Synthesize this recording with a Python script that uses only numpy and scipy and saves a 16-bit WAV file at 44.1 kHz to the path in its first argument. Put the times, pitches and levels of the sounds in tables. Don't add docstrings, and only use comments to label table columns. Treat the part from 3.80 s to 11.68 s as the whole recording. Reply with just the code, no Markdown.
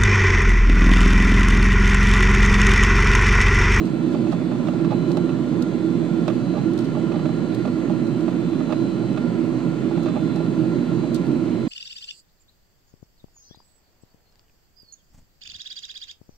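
import sys
import numpy as np
from scipy import signal
from scipy.fft import rfft, irfft, next_fast_len
from scipy.io import wavfile
from scipy.ndimage import uniform_filter1d, map_coordinates

SR = 44100
rng = np.random.default_rng(int(sys.argv[2]) if len(sys.argv) > 2 else 0)


def undo_db(level):
    steps = np.asarray(level, float) / 20
    return 10 ** steps


def digitize_waveform(pressure):
    field = np.atleast_2d(pressure).T
    bounded = np.clip(field, -1, 1)
    quanta = np.round(bounded * 32767).astype(np.int16)
    wavfile.write(sys.argv[1], SR, quanta)


N = 347495


def unit(x):
    return x / np.sqrt(np.mean(x ** 2) + 1e-20)


def along(points, hz):
    f, v = np.transpose(points)
    return np.interp(np.log(hz + 1), np.log(f + 1), v)


def wobble(rate):
    steps = np.arange(0, N + 128, 128)
    knots = rng.standard_normal(int(N * rate / SR) + 4)
    return np.interp(np.arange(N), steps, map_coordinates(knots, [steps * rate / SR]))


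def filtered(x, response):
    m = next_fast_len(N + SR // 2)
    return irfft(rfft(x, m) * response(np.fft.rfftfreq(m, 1 / SR)), m)[..., :N]


def resonance(f, hz, width):
    return 1j * f * width / (hz * hz - f * f + 1j * f * width)


def sides(db):
    return undo_db(np.array([db, -db]) / 2)


def levels(left_db, right_db):
    return undo_db([[left_db], [right_db]])


def place(track, start, sound):
    track[:, round(start * SR):][:, :sound.shape[1]] += sound


# frequency in Hz, phase lead in radians.
LEAD = [(60, .9), (130, .9), (200, .45), (255, -.3), (320, .2), (470, .6), (700, .2), (780, 2.5), (950, .2),
        (1600, .6), (2050, 2.6), (2900, .2), (4500, .3), (6000, 2.3)]


def right_lag(hz):
    return along(LEAD, hz)


# time in seconds, pitch in Hz.
FAN_PITCH = [
    (0, 1384),
    (1.5, 1387),
    (3, 1395),
    (4.5, 1405),
    (6, 1399),
    (7.88, 1402),
]


def fan():
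    hz = np.interp(np.arange(N) / SR, *np.transpose(FAN_PITCH))
    turn = 2 * np.pi * np.cumsum(hz) / SR - [[0], [right_lag(FAN_PITCH[0][1])]]
    a, b = wobble(20), wobble(20)
    return undo_db(-54.5) * sides(-1.0)[:, None] * ((.5 + a) * np.sin(turn) + b * np.cos(turn))


def tone(hz, drift, unsteady_db, lead=None):
    turn = 2 * np.pi * (hz * np.arange(N) / SR + rng.uniform()) + drift
    late = right_lag(hz) if lead is None else lead
    return np.sqrt(2) * undo_db(unsteady_db * wobble(2.7)) * np.sin(turn - [[0], [late]])


# frequency in Hz, left level in dB, right level in dB.
HUMS = [(721.4, -57, -56), (1666, -73, -71), (1948, -71, -76), (2127.7, -70, -66.5), (15674.8, -101, -101),
        (15734.7, -95, -90), (15746.8, -97, -92)]
# frequency in Hz, left level in dB, right level in dB.
FAINT = [(3273, -72, -74), (3777, -70, -76), (3872, -68, -80), (3824.8, -71, -80), (4328.5, -72, -70),
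         (4942, -80, -80), (6705, -84, -82), (7397, -93, -83), (7964, -83, -86), (8153, -88, -81),
         (8263, -95, -82), (8466, -94, -82), (9160, -96, -87), (9475, -95, -87), (9978, -101, -88),
         (10670, -92, -90), (15285, -104, -107)]


def hums(flutter):
    lines = HUMS + FAINT
    return undo_db(0.3) * sum(levels(l, r) * tone(hz, flutter, unsteady_db=1.5, lead=.7) for hz, l, r in lines)


GEAR_HZ, DRUM_HZ = 503.66, 149.85
# order, left level in dB, right level in dB.
DRUM = [(42, -85, -80), (46, -81, -84), (50, -86, -83), (52, -85, -76), (53, -70, -78), (54, -80, -74),
        (55, -83, -69), (56, -76, -76), (57, -84, -89), (58, -99, -87), (61, -92, -89), (62, -89, -99),
        (67, -92, -91), (68, -89, -93), (70, -90, -89), (72, -93, -94), (84, -91, -89), (90, -102, -99),
        (92, -99, -102), (96, -92.5, -96), (98, -94, -98), (100, -97, -100)]


def head_drum():
    drift = .004 * wobble(3)
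    lines = (levels(l, r) * tone(k * DRUM_HZ, k * drift, unsteady_db=-0.5, lead=.3) for k, l, r in DRUM)
    return undo_db(-1.5) * sum(lines)


SLOW = 94.5
NEAR, FAST = DRUM_HZ - SLOW, 2 * DRUM_HZ - SLOW
# mesh rate in Hz,
# tooth start in cycles, angle on the slow shaft in turns, level in dB at the 8th order, slope in dB per order.
WHEELS = [(503.5186, .2172, .15, -.1, -.63), (503.5875, .482, .45, -9, -2),
          (503.6168, .726, .32, 1.3, -.39), (503.6876, 0, 0, 0, 0), (503.772, .033, -.37, -9.5, -2),
          (504.0107, .7535, -.18, -5.2, 0)]
PROFILE = {6: [-1.5, -2.5, 1, 0, -2.5, -5], 7: [1.5, -2, 1.5, 0, -5, -5.5], 8: [0, -11.5, 1.5, 0, -11, -4],
           9: [-6, -7, 0, 0, -8, -6.5], 13: [-5.5, -6, -1, 0, -11, -4.5]}
SKEW = {5: [0, .2, 0, -.07, .05, .1], 6: [-.07, 0, 0, -.02, -.07, -.04], 7: [-.03, -.03, 0, -.08, -.03,
        .01], 8: [.02, -.02, 0, .03, 0, 0], 9: [-.2, .18, 0, -.12, -.06, -.03], 13: [0, 0, 0, -.11, .09,
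        -.03]}


def beat(order, shaft):
    t = np.arange(0, N + 128, 128) / SR
    side = np.sign(shaft) * (1 if abs(shaft) == SLOW else -1)
    sloped = [db + slope_db * (order - 8) for *_, db, slope_db in WHEELS]
    wheel_db = PROFILE.get(order, sloped)
    leans = SKEW.get(order, np.zeros(len(WHEELS)))
    z = 0
    for (hz, start, angle, *_), db, lean in zip(WHEELS, wheel_db, leans):
        turns = order * ((hz - GEAR_HZ) * t + start) + side * angle
        z = z + undo_db(db) * np.exp(2j * np.pi * (turns + lean))
    swell, phase = unit(np.abs(z)), np.unwrap(np.angle(z))
    return [np.interp(np.arange(N) / SR, t, v) for v in (swell, phase)]


def teeth(order, shaft, flutter, lead=None):
    swell, slip = beat(order, shaft)
    return swell * tone(order * GEAR_HZ + shaft, order * flutter + slip, unsteady_db=.3, lead=lead)


# order, left level in dB, right level in dB, left's lead in radians.
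GEAR = [(6, -61.5, -70, -.4), (7, -71.5, -58.5, 1), (8, -55.5, -61, -.4), (9, -69, -71.5, .8),
        (10, -88, -83, .7), (12, -82, -80, -2.4), (13, -73.5, -68, 2.2), (14, -89, -95, -1.5)]
# order, shaft offset in Hz, left level in dB, right level in dB.
BANDS = [(5, SLOW, -66, -67), (6, SLOW, -68, -71), (7, SLOW, -68, -74), (8, SLOW, -70, -69),
         (9, SLOW, -76, -84), (12, SLOW, -75, -87), (13, SLOW, -75, -75), (14, SLOW, -78, -81),
         (15, SLOW, -81, -86), (17, SLOW, -90, -86), (5, -SLOW, -69, -72), (6, -SLOW, -75, -78),
         (7, -SLOW, -69, -72), (8, -SLOW, -78, -70), (9, -SLOW, -69, -68), (11, -SLOW, -83, -78),
         (12, -SLOW, -79, -78), (13, -SLOW, -88, -77), (14, -SLOW, -78, -85), (15, -SLOW, -91, -76),
         (5, FAST, -73, -75), (7, FAST, -72, -82), (8, FAST, -70, -72), (9, FAST, -78, -70),
         (7, -FAST, -68, -75), (8, -NEAR, -71, -77), (8, NEAR, -72, -73), (13, -NEAR, -84, -79),
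         (13, NEAR, -83, -78)]


def gear_train(flutter):
    mesh = sum(levels(l, r) * teeth(k, 0, flutter, lead) for k, l, r, lead in GEAR)
    sidebands = sum(levels(l, r) * teeth(k, shaft, flutter) for k, shaft, l, r in BANDS)
    return undo_db(0.26) * mesh + undo_db(1.0) * sidebands


def whine():
    flutter = .012 * wobble(4)
    return gear_train(flutter) + head_drum() + hums(flutter)


# start in seconds, peak in dB, left minus right in dB, brightness in dB.
TICKS = [(1.316, -32.5, -4, -17), (1.3702, -32, -5, -21), (1.8226, -31, -2, -7), (2.4778, -37, -7, -6),
         (2.549, -51, -1, -1), (2.934, -40.5, -2, -4), (2.977, -36, -8, -15), (2.989, -31, 1, -17),
         (3.7466, -36, 0, -2), (4.269, -42, 3, -9), (4.407, -45, 1, -2), (4.923, -43, -4, -15),
         (5.3294, -46, -2, -5), (5.375, -44, -6, -15), (5.6605, -50, -6, -9), (6.232, -42, -2, -1),
         (6.559, -37, 2, -8), (7.0297, -54, 4, -1), (7.333, -52, -2, -2), (7.345, -38.5, -4, 12.5),
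         (7.456, -50, -3, -3), (7.467, -44, -6, -8)]
# start in seconds, level in dB, length in seconds.
RUSTLES = [
    (0.045, -53.5, 0.04),
    (0.309, -56, 0.05),
    (0.505, -54, .045),
    (1.275, -57.5, 0.047),
    (2.52, -61, 0.048),
    (3, -54, .03),
    (3.04, -52.5, 0.021),
    (6.23, -58, 0.056),
    (7.336, -50, 0.051),
]
# frequency in Hz, level in dB.
TICK_COLOUR = [(1800, -19), (3200, 10.5), (4200, 13), (5500, 4), (9000, -2.5), (13000, -13.5), (15700, -24),
               (16000, -120)]


def ticks():
    out, t = np.zeros((2, N + SR)), np.arange(SR // 8) / SR
    for s, db, pan_db, bright_db in TICKS:
        fall = undo_db(-60 * t / 0.022) + undo_db(-15.5 - 60 * t / 0.08)
        noise = rng.standard_normal((2, len(t) + 2))
        bright = noise[:, 1:-1] - undo_db(bright_db) * np.diff(noise, 2)
        crackle = bright * fall * (1 - np.exp(-t / 0.00031))
        place(out, s, undo_db(db - 6.0) * sides(pan_db)[:, None] * crackle)
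    for s, db, length in RUSTLES:
        grain_db = 5.3 * np.repeat(rng.standard_normal(len(t) // 64 + 1), 64)[:len(t)]
        grains = rng.standard_normal((2, len(t))) * undo_db(grain_db)
        place(out, s, undo_db(db) * grains * np.sin(np.pi * np.minimum(t / length, 1)))
    return filtered(out[:, :N], lambda f: undo_db(along(TICK_COLOUR, f)))


# start in seconds, peak,
# brightness, flap mode and lid mode in dB.
KNOCKS = [(0.345, -23.5, -1.5, 3.5, -0.5), (0.469, -26, 1.5, 3, 0.5), (0.526, -19.5, -6, -3.5, -0.5),
          (0.716, -24, -1.5, 0, 3), (0.753, -32, -1, -4, 7.5), (0.885, -19.5, -2.5, -3, 3.5),
          (0.934, -26, -10, -1.5, -11), (1.047, -29.5, 9, -1.5, 10.5), (1.371, -23, 3, 1, 7),
          (1.492, -28, 6, -9, 7), (2.48, -17.5, 5, -1.5, 6), (2.501, -24, 1, -6, 7.5),
          (2.738, -25.5, -4, -3.5, -2), (3.169, -24.5, -13, 1, 0), (3.454, -25, 3.5, -3, 5),
          (3.491, -24.5, 1.5, 0.5, 1.5), (3.852, -19, -2, -1, 0), (3.877, -20.5, -4, -6, -4),
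          (4.097, -25.5, 0, 1.5, 3), (4.48, -21, -0.5, 0.5, 1.5), (4.806, -24, -7, -4, 2),
          (4.924, -21, 5.5, 1, 7), (5.374, -24, 3.5, -3.5, 4), (5.733, -36, -7, 2, 2),
          (6.109, -26, -7, 1.5, -3), (6.174, -26.5, 3, 1, -2), (6.259, -24, 4, -0.5, 4),
          (6.285, -25.5, 3.5, -6, 5.5), (6.562, -26, 0, -1, 0.5), (7.238, -24.5, -9, -2, -4.5),
          (0.799, -35, -6, 2, 2), (2.021, -31, 1, -5, -1), (4.732, -27, -4, -5, -0.5),
          (7.117, -35.5, 0, 0, -2),
          (.870, -25, 4.5, 0, 1), (.991, -31, 2, -1, -4), (1.107, -25, 4, -3, 0), (1.120, -26, 3.5, 1, 3),
           (1.134, -28, -3, -1, -1), (1.305, -26, -1, 0.5, -1), (2.751, -28.5, -6, -0.5, 4),
           (2.768, -25.5, -3, 2, 1), (2.782, -30, 4.5, -1.5, 0.5), (3.150, -27, -8, -1, 5),
           (3.317, -25.5, 2, -2, 1.5), (3.341, -22.5, -5, -1.5, -3), (3.357, -23.5, 0.5, -2, -2),
           (3.393, -27, 1, 1, 6), (3.724, -31.5, 6, -8.5, 1), (4.893, -26, -3, 2, 1),
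           (4.905, -24, 1, -2, 4), (6.267, -27.5, 4, -2, 0.5), (6.360, -27, -1, 0, -2.5),
           (6.601, -27, -6, 1, 1)]
# frequency in Hz, width in Hz, level in dB.
BODY = [(470, 90, -6), (615, 42, 7), (825, 42, 2), (1180, 140, -7)]


def knock_force():
    force, t = np.zeros((len(BODY) + 1, N + SR)), np.arange(SR // 8) / SR
    rattle_s = 0.0035
    rattle_size = np.array(len(BODY) * [[0.045]] + [[0.11]])
    for s, db, bright_db, flap_db, lid_db in KNOCKS:
        rattle = rng.standard_normal(len(t)) * t / rattle_s * np.exp(1 - t / rattle_s)
        blow = rattle_size * rattle - (t == 0)
        place(force, s, undo_db(db + 32.0 + np.c_[[0, 0, flap_db, lid_db, bright_db - 4.5]]) * blow)
    return force


# start in seconds, level in dB, brightness in dB, length in seconds, flap mode in dB.
RUBS = [
    (.335, -29, -4, 0.027, 7),
    (0.511, -29, 0, 0.04, -1),
    (1.102, -27, -3, 0.042, 5),
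    (2.742, -28.5, -3, 0.055, 4.5),
    (4.068, -35.5, -9, 0.05, -2),
    (6.266, -28, 0, 0.051, -6),
    (6.345, -27, -13, 0.04, 3),
]


def rub_force():
    force, t = np.zeros((len(BODY) + 1, N + SR)), np.arange(SR // 8) / SR
    for s, db, bright_db, length, flap_db in RUBS:
        swell = np.sin(np.pi * np.minimum(t / length, 1))
        slips = np.prod(rng.standard_normal((2, len(t))), 0) * swell
        locked = [swell * np.sin(2 * np.pi * hz * t) / swell.sum() for hz, *_ in BODY] + [0 * t]
        loose = slips / np.linalg.norm(slips) * np.c_[[.6, .6, .6, .8, 1]]
        drive = loose + 1.7 * np.array(locked)
        place(force, s, undo_db(db + 41.0 + np.c_[[0, 0, flap_db, 0, bright_db - 1.5]]) * drive)
    return force


# frequency in Hz, width in Hz, level in dB.
CASE = [(1620, 1250, -21), (2600, 130, -13.5), (3500, 380, -23.5), (5230, 3700, -31), (8000, 2400, -48.5)]
# frequency in Hz, left minus right in dB.
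CASE_TILT = [(500, -17.5), (850, -11), (1200, -10.5), (2600, -10.5), (3500, -18.5), (8000, -4.5)]


def case_modes(rows, first=0):
    def response(f):
        fingertips = (1 + 1j * f / 7000) ** 2
        ring = sum((-1) ** (first + k) * undo_db(db) * resonance(f, hz, width)
                   for k, (hz, width, db) in enumerate(rows))
        return sides(along(CASE_TILT, f)) / fingertips * ring
    return response


def handling():
    force = (knock_force() + rub_force())[:, :N]
    low = sum(filtered(force[k], case_modes([mode], k)) for k, mode in enumerate(BODY))
    return low + filtered(force[-1], case_modes(CASE))


# frequency in Hz, likeness from 0 to 1.
ALIKE = [(40, .3), (80, .86), (180, .98), (250, .75), (340, .96), (500, .58), (620, .8), (750, .4),
         (850, .65), (1400, .9), (2050, .35), (2600, .45), (4000, .5), (5200, .15)]
# frequency in Hz, left minus right in dB.
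TILT = [(40, -5), (100, -10), (170, -9), (238, -6), (325, -10.5), (430, -5), (560, -7.5), (620, 0.5),
        (700, -4), (840, -11), (920, -1), (1005, -3.5), (1300, -7), (2050, -1), (4800, -1.5)]


def rush(colour, patchy_db):
    z = signal.stft(rng.standard_normal((2, N)), nperseg=512)[2]
    patches = rng.standard_normal(z.shape[1:])
    field = uniform_filter1d(uniform_filter1d(patches, 6, 0), 14, 1)
    shared, own = signal.istft(z * undo_db(patchy_db * unit(field)), nperseg=512)[1][:, :N]

    def alike(hz):
        return np.clip(along(ALIKE, hz), 0, 1)

    right = filtered(shared, lambda hz: alike(hz) * np.exp(-1j * right_lag(hz)))
    right = right + filtered(own, lambda hz: np.sqrt(1 - alike(hz) ** 2))
    pair = filtered(np.array([shared, right]), lambda hz: colour(hz) * sides(along(TILT, hz)))
    return pair / np.sqrt(np.mean(pair.mean(0) ** 2))


# frequency in Hz, level in dB per Hz.
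AIR = [(880, -27), (1500, -1.5), (1560, -4), (1740, 1.5), (2240, -1.5), (2600, -2), (3770, -10),
       (4120, -6.5), (5370, -14.5), (7560, -16), (8100, -20.5), (9110, -24.5), (12500, -28), (15700, -44)]
# frequency in Hz, width in Hz, lift in dB.
DUCTS = [(1660, 34, 3), (2030, 130, 2.5), (15620, 120, 5)]


def vent_hiss():
    def colour(f):
        singing_db = sum(db * np.abs(resonance(f, hz, width)) ** 2 for hz, width, db in DUCTS)
        return undo_db(along(AIR, f) + singing_db)
    return undo_db(-49.5 + 0.13 * wobble(8.7)) * rush(colour, patchy_db=1.1)


# frequency in Hz, level in dB per Hz.
WALL = [(20, -46), (48, -39.5), (70, -35.5), (100, -20.5), (125, -7.5), (340, -8.5), (420, -17), (700, -27),
        (1400, -35), (1600, -48), (2500, -51), (4000, -120)]
# frequency in Hz, width in Hz, level in dB over the wall.
CABIN = [(171, 32, 4.5), (241.3, 40, 6.5), (327, 39.5, 8), (203, 16, -2.5), (599, 97, 4), (737, 22, -2.5),
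         (895, 72, -4.5), (1006, 55, 5), (1223, 100, -5.5), (1389, 100, 6)]


def roar():
    def colour(f):
        lift = sum((undo_db(2 * db) - 1) * np.abs(resonance(f, hz, width)) ** 4 for hz, width, db in CABIN)
        return undo_db(along(WALL, f)) * np.sqrt(1 + lift)
    return undo_db(-21.5 + .4 * wobble(6)) * rush(colour, patchy_db=.5)


def scene():
    return fan() + whine() + ticks() + handling() + vent_hiss() + roar()


def top_cut(x):
    return signal.sosfilt(signal.butter(12, 15810, fs=SR, output="sos"), x)


OFFSET = [
    [.0011],
    [.0053],
]


def record(dry):
    soft = dry / (1 + np.abs(dry / .78) ** 3) ** (1 / 3)
    return top_cut(soft + OFFSET)


dry = scene()
out = record(dry)
digitize_waveform(out)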